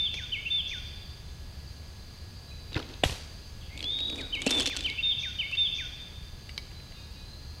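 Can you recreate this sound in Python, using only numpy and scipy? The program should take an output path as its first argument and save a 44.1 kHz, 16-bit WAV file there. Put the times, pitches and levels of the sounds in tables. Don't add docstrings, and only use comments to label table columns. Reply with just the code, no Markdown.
import sys
import numpy as np
from scipy import signal
from scipy.fft import rfft, irfft, next_fast_len
from scipy.io import wavfile
from scipy.ndimage import uniform_filter1d

SR = 44100
rng = np.random.default_rng(int(sys.argv[2]) if len(sys.argv) > 2 else 0)


def how_loud(loudness_db):
    steps = np.asarray(loudness_db, float) / 20
    return 10 ** steps


def inscribe(sig):
    pcm = np.round(np.clip(np.atleast_2d(sig).T, -1, 1) * 32767)
    wavfile.write(sys.argv[1], SR, pcm.astype(np.int16))


N = 335156
LEAD = SR // 2

# frequency_hz, density_db (per Hz)
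AIR_SPECTRUM = [(12, -32.5), (20, -2.5), (42, -2), (74, -1.5), (98, -4), (130, -7.5), (240, -18.5),
                (261, -20), (637, -26), (1390, -30.5), (1650, -32), (2300, -31), (4760, -28.5), (5620, -37),
                (15800, -46)]
AIR_DB = -43.5
# centre_hz, width_hz, level_db
INSECTS = [(4668, 330, -58), (4107, 46, -66), (6270, 370, -67.5), (5050, 240, -69.5), (74.7, 8.2, -50.5)]
# pitch_hz, level_db
MOTOR_WHINE = [(1676, -68.5), (6728, -76), (11800, -84)]

# delay_s, level_db
ECHO_DECAY = [(.012, -2), (.07, -4.5), (.17, -8), (.2, -6), (.225, -10), (.3, -14), (.6, -27), (1.2, -52)]
# frequency_hz, gain_db
ECHO_TONE = [(100, -8), (500, -5), (1500, -4), (2500, -.1), (6500, -.1), (9000, -5), (15000, -14)]
# frequency_hz, gain_db
LEAF_TONE = [(4000, -.1), (5200, -4), (7000, -14)]
LEAF_S = .25

# start_s, length_s, from_hz, towards_hz, level_db
FAR_WHISTLES = [
    (3.825, .3, 3170, 3840, -34),
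    (6.93, .21, 3620, 3750, -60),
    (7.12, .55, 3720, 4260, -58),
    (6.74, .13, 4030, 4020, -57),
    (6.93, .15, 2790, 2780, -64),
    (6.96, .12, 2560, 2480, -62),
    (7.11, .1, 2780, 2760, -69),
    (2.465, .16, 4000, 3970, -57),
    (2.51, .025, 2350, 2540, -55),
    (3.7, .13, 1980, 2260, -54),
]
# start_s, length_s, from_hz, towards_hz, level_db
HIDDEN_WHISTLES = [
    (3.69, .13, 2050, 2560, -62),
    (3.61, .016, 3700, 3300, -54),
    (3.624, .02, 3150, 2700, -58),
]
GLIDE, SWELL_DB, SAG_DB = 3.8, -11.5, -6

# time_s (from note start), pitch_hz
SWOOP = [(.008, 2780), (.015, 3000), (.024, 3140), (.033, 2920), (.045, 2400), (.06, 2140), (.095, 2270),
         (.105, 2300)]
FLICK = [(.143, 2350), (.15, 2520), (.16, 2740), (.17, 2720), (.177, 2660)]
HOLD = [(0, 3250), (.005, 3450), (.013, 3595), (.03, 3555), (.078, 3540), (.094, 3380), (.11, 3050),
        (.12, 2860)]
DIP = [(.15, 3550), (.157, 3500), (.17, 3465), (.18, 3320), (.186, 3200)]
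CHIRP = [(-.028, 4900), (-.02, 5700), (-.013, 6600), (-.011, 6300), (-.007, 4700), (-.001, 3700)]
DROP = [(.007, 2050), (.014, 2300), (.023, 2530), (.035, 2030), (.05, 1600), (.068, 1470), (.093, 1450),
        (.104, 1420)]
# swoop_flick_s, hold_dip_s, chirp_drop_s, pitch_factor, effort_db
PHRASES = [
    (-.23, -.03, .1576, 1.006, -1.5),
    (.3073, .499, .6974, 1.001, -.9),
    (4.3132, 4.504, 4.6903, 1.0, -1),
    (4.832, 5.023, 5.215, 1.021, .1),
    (5.375, 5.567, 5.7689, 1.009, .3),
]
UPBEAT_S = 4.1695
# frequency_hz, gain_db
BEAK_TONE = [(1000, -.1), (3800, -.1), (4600, -13), (7000, -15)]
SING_DB, SING_HZ, DB_PER_OCTAVE, HOLD_DB_PER_OCTAVE = -26, 3600, 21, 11
SWOOP_DB, FLICK_DB, DIP_DB, CHIRP_DB, DROP_DB = 4, 7, -4.5, -1.5, 2.5
EDGE_DB, ATTACK_S, RELEASE_S = -18, .006, .004
TIRE_DB_PER_S = -22

# start_s, level_db
HIT = [
    (3.0351, -15.5),
    (3.047, -31),
    (3.053, -33),
    (3.094, -34.5),
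    (3.123, -38),
]
# frequency_hz, density_db (per Hz)
BOARDS = [(59, -32), (100, -1.5), (758, -2), (1400, -16), (1920, -6), (2180, -14), (2420, -3.5), (3460, -5),
          (5630, -33), (7410, -19), (10200, -34), (15500, -51.5)]
# frequency_hz, density_db (per Hz)
HIT_TAIL = [(90, -30), (160, -14.5), (500, -13.5), (1100, -16.5), (1450, -17.5), (3800, -11.5), (8500, -23),
            (12500, -26.5), (14500, -45), (16000, -62)]
RETURN_DB, RETURN_T60, RETURN_LAG_S = -34.5, 0.95, 0.0054
# start_s, pitch_hz, level_db, t60_s
BOOMS = [
    (2.762, 99, -15, 0.049),
    (3.036, 208, -12.5, 0.022),
    (3.058, 73, -12, 0.044),
    (3.095, 110, -25, 0.044),
    (3.116, 71.6, -23, 0.079),
]

# time_s, pitch_hz, level_db
ZIP = [
    (2.752, 1350, -43),
    (2.755, 1850, -38),
    (2.762, 2230, -39),
    (2.766, 2150, -42),
]
# start_s, crack_db, thud_db, ring_db, ring_hz
RELEASE = [
    (2.7303, -43, -49, -35, 3870),
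    (2.7439, -42, -49, -28, 3680),
    (2.7649, -39, -29, -27, 2610),
    (2.771, -51, -28, -31, 1420),
    (2.7774, -48, -41, -32, 1500),
    (2.7914, -37, -34, -38, 3000),
    (2.7993, -44, -26, -34, 1260),
    (2.8268, -48, -38, -37, 3270),
    (2.8891, -48, -44, -43, 4560),
    (2.9394, -48, -56, -40, 3750),
]
# frequency_hz, density_db (per Hz)
SNAP = [(300, -1), (1000, -1), (2200, -7), (4500, 3.5), (7000, -15.5), (11000, -15), (16000, -36.5)]
# time_s, pressure_db
WHIP = [
    (2.72, -54),
    (2.745, -72),
    (2.762, -44),
    (2.85, -64.5),
    (2.922, -59),
    (2.98, -74),
]

# start_s, crack_db, thud_db, ring_db
QUIVER = [(3.7757, -37, -39, -32), (3.7923, -44, -51, -35), (3.805, -41, -46, -28), (3.827, -36, -33, -30),
          (3.8416, -38, -34, -27), (3.988, -39, -53, -31), (4.0035, -42, -31, -31),
          (4.099, -35.5, -27, -28.5), (4.127, -49, -27.5, -37), (4.1583, -35.5, -48, -38),
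          (4.1897, -54, -30, -39), (4.2133, -39.5, -58, -33), (4.3515, -36.5, -41, -32),
          (4.4185, -24, -35, -27), (4.4437, -42, -41, -40), (4.4645, -16.5, -6, -35),
          (4.4764, -30, -40, -28), (4.495, -28, -42.5, -37), (4.507, -18.5, -26, -23.5),
          (4.5513, -31.5, -39, -32.5), (4.578, -33, -43, -30), (4.5863, -30.5, -21.5, -32),
          (4.5981, -16.5, -27, -31), (4.6226, -26, -33, -32), (4.6576, -19.5, -34, -22.5),
          (4.6723, -22, -21.5, -24), (4.7646, -23, -45, -24.5), (4.8067, -29.5, -56, -30),
          (4.8618, -40, -34, -32.5), (4.899, -42, -38, -26.5)]
# from_s, to_s, rate_per_s, level_db
CHATTER = [
    (4.44, 4.63, 120, -35),
    (4.648, 4.69, 120, -36),
    (4.76, 4.85, 90, -44),
]
# frequency_hz, density_db (per Hz)
CRACK = [(600, -24), (1200, -7), (3000, 9.5), (5000, 1.8), (8000, 1), (11000, -9), (13500, -27),
         (16000, -51)]
# pitch_hz, level_db, t60_s
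THUD = [(281, -5, 0.059), (484, -5, 0.03), (570, 1.5, 0.0084)]
# time_s, pressure_db
SLIDE = [(3.75, -72.5), (3.83, -64.5), (3.95, -71), (4.2, -57.5), (4.3, -70.5), (4.44, -60.5), (4.52, -47),
         (4.62, -47.5), (4.7, -74), (4.8, -64.5), (4.95, -71)]
HARD_DB, REBOUND_S, REBOUND_DB = -29.5, .005, -3
SHAFT_HZ, CRACK_HZ = (3200, 4400), (5300, 8000)

# start_s, crack_db, thud_db, ring_db, ring_hz
NOCK = [
    (.1411, -36, -42, -31, 3470),
    (5.5129, -37, -56, -50, 2790),
    (5.5523, -40, -64, -31, 3640),
    (6.4924, -43, -50, -36.5, 2830),
    (6.5774, -29, -47, -25, 4030),
    (7.155, -58, -38.5, -60, 3880),
    (6.7144, -52, -55, -49, 2840),
    (6.7994, -53, -60, -47, 2500),
    (6.9214, -50, -55, -47, 2900),
]
# pitch_hz, level_db, t60_s
NOCK_RING = [(2040, -20.5, 0.067), (2254, -12.5, 0.056)]


def evened(x):
    return x / np.sqrt(np.mean(x ** 2) + 1e-20)


def smooth_noise(length, size):
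    return evened(uniform_filter1d(rng.standard_normal(length), size=size))


def coloured(x, points):
    f, db = np.transpose(points)
    size = next_fast_len(len(x))
    hz = np.fft.rfftfreq(size, 1 / SR)
    gain = how_loud(np.interp(np.log(hz + 1), np.log(f + 1), db))
    return irfft(rfft(x, size) * gain, size)[:len(x)]


def add(mix, s, sound):
    part = mix[round(s * SR):][:len(sound)]
    part += sound[:len(part)]


def level(rows, share=1, pivot_db=-50):
    s, db = np.transpose(rows)
    return how_loud(np.interp(np.arange(N) / SR, s, pivot_db + share * (db - pivot_db), -140, -140))


def ring(modes, t):
    return sum(how_loud(db - 60 * t / max(t60, .004)) * np.sin(2 * np.pi * hz * t) for hz, db, t60 in modes)


def whistle(rows, waver=0.0034):
    s, hz, db = np.transpose(rows)
    t = np.arange(s[0], s[-1], 1 / SR)
    hz = uniform_filter1d(np.interp(t, s, hz), size=200, mode="nearest")
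    hz = hz * (1 + waver * smooth_noise(len(t), 300))
    tone = np.sin(2 * np.pi * np.cumsum(hz) / SR + 2 * np.pi * rng.random())
    envelope = how_loud(np.interp(t, s, db)) * signal.windows.tukey(len(t), .1)
    return s[0], np.sqrt(2) * envelope * tone


def echo(x):
    at = np.arange(400, int(1.2 * SR), 20)
    taps = np.zeros(at[-1] + 20)
    taps[at + rng.integers(0, 20, len(at))] = rng.choice([-1., 1.], len(at))
    taps *= how_loud(1.5 * smooth_noise(len(taps), 250))
    t = np.arange(len(taps)) / SR
    s, db = np.transpose(ECHO_DECAY)
    taps = coloured(taps * how_loud(np.interp(t, s, db)), ECHO_TONE)
    late = np.minimum(t / LEAF_S, 1)
    taps = (1 - late) * taps + late * coloured(taps, LEAF_TONE)
    return signal.fftconvolve(x, taps / np.linalg.norm(taps))[:len(x)]


def air():
    out = how_loud(AIR_DB - 1.5) * evened(coloured(rng.standard_normal(N), AIR_SPECTRUM))
    size = next_fast_len(N)
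    f, t = np.fft.rfftfreq(size, 1 / SR), np.arange(N) / SR
    for hz, width, db in INSECTS:
        resonance = 1 / (1 + (2 * (f - hz) / width) ** 2)
        band = irfft(rfft(rng.standard_normal(size)) * resonance, size)[:N]
        swell = evened(uniform_filter1d(smooth_noise(N, 6000), size=6000))
        out += how_loud(db + 1.6 * swell) * evened(band)
    for hz, db in MOTOR_WHINE:
        wander = np.cumsum(rng.standard_normal(N)) * 0.018
        out += np.sqrt(2) * how_loud(db) * np.sin(2 * np.pi * hz * t + wander)
    return out


def glide(start, length, from_hz, to_hz, db):
    u = np.linspace(0, 1, num=13)
    hz = to_hz + (from_hz - to_hz) * np.exp(-GLIDE * u)
    swell = SWELL_DB * abs(2 * u - 1) ** 6 + SAG_DB * (u - .5)
    return np.transpose([start + length * u, hz, db + swell])


def far_birds():
    clear, hidden = np.zeros(N), np.zeros(N)
    for row in FAR_WHISTLES:
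        add(clear, *whistle(glide(*row), waver=.004))
    for row in HIDDEN_WHISTLES:
        add(hidden, *whistle(glide(*row), waver=.025))
    return clear + hidden + how_loud(-7) * echo(clear + how_loud(8) * hidden)


def note(mix, start, shape, effort_db, pitch=1, slope=DB_PER_OCTAVE):
    s, hz = np.transpose(shape)
    ends = np.exp((s[0] - s) / ATTACK_S) + np.exp((s - s[-1]) / RELEASE_S)
    db = SING_DB + effort_db + slope * np.log2(hz / SING_HZ)
    db = db + EDGE_DB * ends + TIRE_DB_PER_S * (s - s.mean())
    add(mix, *whistle(np.transpose([LEAD / SR + start + s, pitch * hz, db])))


def songbird():
    out = np.zeros(N + LEAD)
    for first, second, third, pitch, db in PHRASES:
        note(out, first, SWOOP, db + SWOOP_DB)
        note(out, first, FLICK, db + FLICK_DB)
        note(out, second, HOLD, db, pitch, HOLD_DB_PER_OCTAVE)
        note(out, second, DIP, db + DIP_DB, pitch)
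        note(out, third, CHIRP, db + CHIRP_DB, slope=-9)
        note(out, third, DROP, db + DROP_DB)
    note(out, UPBEAT_S, DROP, DROP_DB - 4.0)
    return (coloured(out, BEAK_TONE) + how_loud(-10.5) * echo(out))[LEAD:]


def knocks(rows, colour, crack_t60, ring_t60, body=()):
    out, t = np.zeros(N), np.arange(4096) / SR
    late = t - 200 / SR
    for s, crack_db, thud_db, ring_db, hz in rows:
        crack_hz = rng.uniform(*CRACK_HZ)
        noise, spread = rng.standard_normal(len(t)), rng.uniform(0.94, 1.07, 3)
        fade = how_loud(-60 * late / crack_t60) + 1.8 * how_loud(-60 * late / .002)
        crack = coloured(noise * (late > 0) * fade, colour)
        crack = np.roll(crack / abs(crack).max(), -200)
        crack = crack + ring([(crack_hz, -7.5, .012)], t) * np.minimum(t / 0.00025, 1)
        modes = [(hz, 0, ring_t60), (hz * .72 * spread[0], -4.5, ring_t60), (hz * 1.2 * spread[1], -7.5, ring_t60)]
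        shaft = (ring(modes, t) + ring(body, t)) * np.minimum(t / 0.00045, 1)
        thud = ring(THUD, t * (.75 + spread[2] / 4)) * np.minimum(t / .0018, 1)
        add(out, s + .0004, how_loud(crack_db + 1.5) * crack + how_loud(ring_db + 5.0) * shaft)
        add(out, s + 0.002, how_loud(thud_db - 4.5) * thud)
    return out


def scrape(rows, bright, rumble_db, share, per_s=900, spread_db=5.5):
    slips = (rng.random(N) < per_s / SR) * how_loud(spread_db * np.minimum(rng.exponential(1, N), 4))
    gate = signal.lfilter([1], [1, -np.exp(-1 / (.0025 * SR))], slips) + .3
    hiss = evened(coloured(gate * rng.standard_normal(N), bright))
    dull = [(100, -39), (260, 4.0), (550, -6.0), (900, -11.5), (2000, -23), (5000, -57)]
    rumble = evened(coloured(rng.standard_normal(N), dull))
    return how_loud(4.0) * level(rows) * hiss + how_loud(rumble_db) * level(rows, share) * rumble


def rattle():
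    rows = np.array(QUIVER)
    hard = rows[rows[:, 1] > HARD_DB]
    scatter = rng.standard_normal(hard.shape) * [.001, 4.7, 2.2, 0.75]
    parts = [rows, hard + [REBOUND_S, REBOUND_DB, -8, REBOUND_DB] + scatter]
    for start, end, per_s, db in CHATTER:
        u = rng.random((int((end - start) * per_s), 4))
        times = start + (end - start) * u[:, 0]
        levels = db + 14 * (u[:, 1:] - .5) + [0, -8.0, 4.0]
        parts.append(np.column_stack([times, levels]))
    rows = np.vstack(parts)
    return np.column_stack([rows, rng.uniform(*SHAFT_HZ, len(rows))])


def quiver():
    return knocks(rattle(), CRACK, .024, .011) + scrape(SLIDE, CRACK, rumble_db=11.5, share=0.86)


def nocking():
    return knocks(NOCK, SNAP, 0.065, 0.015, NOCK_RING)


def zip_by():
    out = np.zeros(N)
    add(out, *whistle(ZIP, waver=0.062))
    add(out, *whistle(np.array(ZIP) * [1, 1.8, 1] - [0, 0, 4.5], waver=0.039))
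    return out


def bow():
    whip_tone = [(500, -22), (1700, 1.0), (4500, 8.0), (8000, -18), (15000, -25.0)]
    whip = scrape(WHIP, whip_tone, rumble_db=10.0, share=.9)
    return knocks(RELEASE, SNAP, .016, .013) + whip + zip_by()


def hit():
    out, t = np.zeros(N), np.arange(4096) / SR
    burst = np.minimum(t / .001, 1) * how_loud(-60 * np.maximum(t - .005, 0) / .016)
    for s, db in HIT:
        strike = coloured(np.roll(burst, 200) * rng.standard_normal(len(t)), BOARDS)
        add(out, s - 200 / SR, how_loud(db - 12.0) * evened(strike))
    grain = how_loud(1.3 * smooth_noise(N, 150))
    back_s = HIT[0][0] + RETURN_LAG_S
    decay = level([(back_s, RETURN_DB), (back_s + RETURN_T60, RETURN_DB - 60)])
    woods = decay * grain * rng.standard_normal(N)
    tail = coloured(woods, HIT_TAIL)
    tail *= np.linalg.norm(woods) / np.linalg.norm(tail)
    dull = coloured(tail, [(6000, -3.5), (9000, -7.0), (14000, -20)])
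    far = np.clip((np.arange(N) / SR - HIT[0][0]) / .2, 0, 1)
    out += (1 - far) * tail + far * dull
    for s, hz, db, t60 in BOOMS:
        add(out, s, ring([(hz, db, t60)], t) * np.minimum(t / 0.0037, 1))
    return out


def scene():
    background = air() + far_birds() + songbird()
    close = quiver() + nocking() + bow()
    return (background + close + how_loud(-17.5) * echo(close) + hit())[None]


def band_limit(x):
    return signal.sosfilt(signal.butter(12, 15950, fs=SR, output="sos"), x)


def record(dry):
    limit = signal.firwin(511, 15900, window=("kaiser", 9), fs=SR)
    mix = signal.oaconvolve(dry, limit[None], "same")
    return band_limit(mix)


dry = scene()
out = record(dry)
inscribe(out)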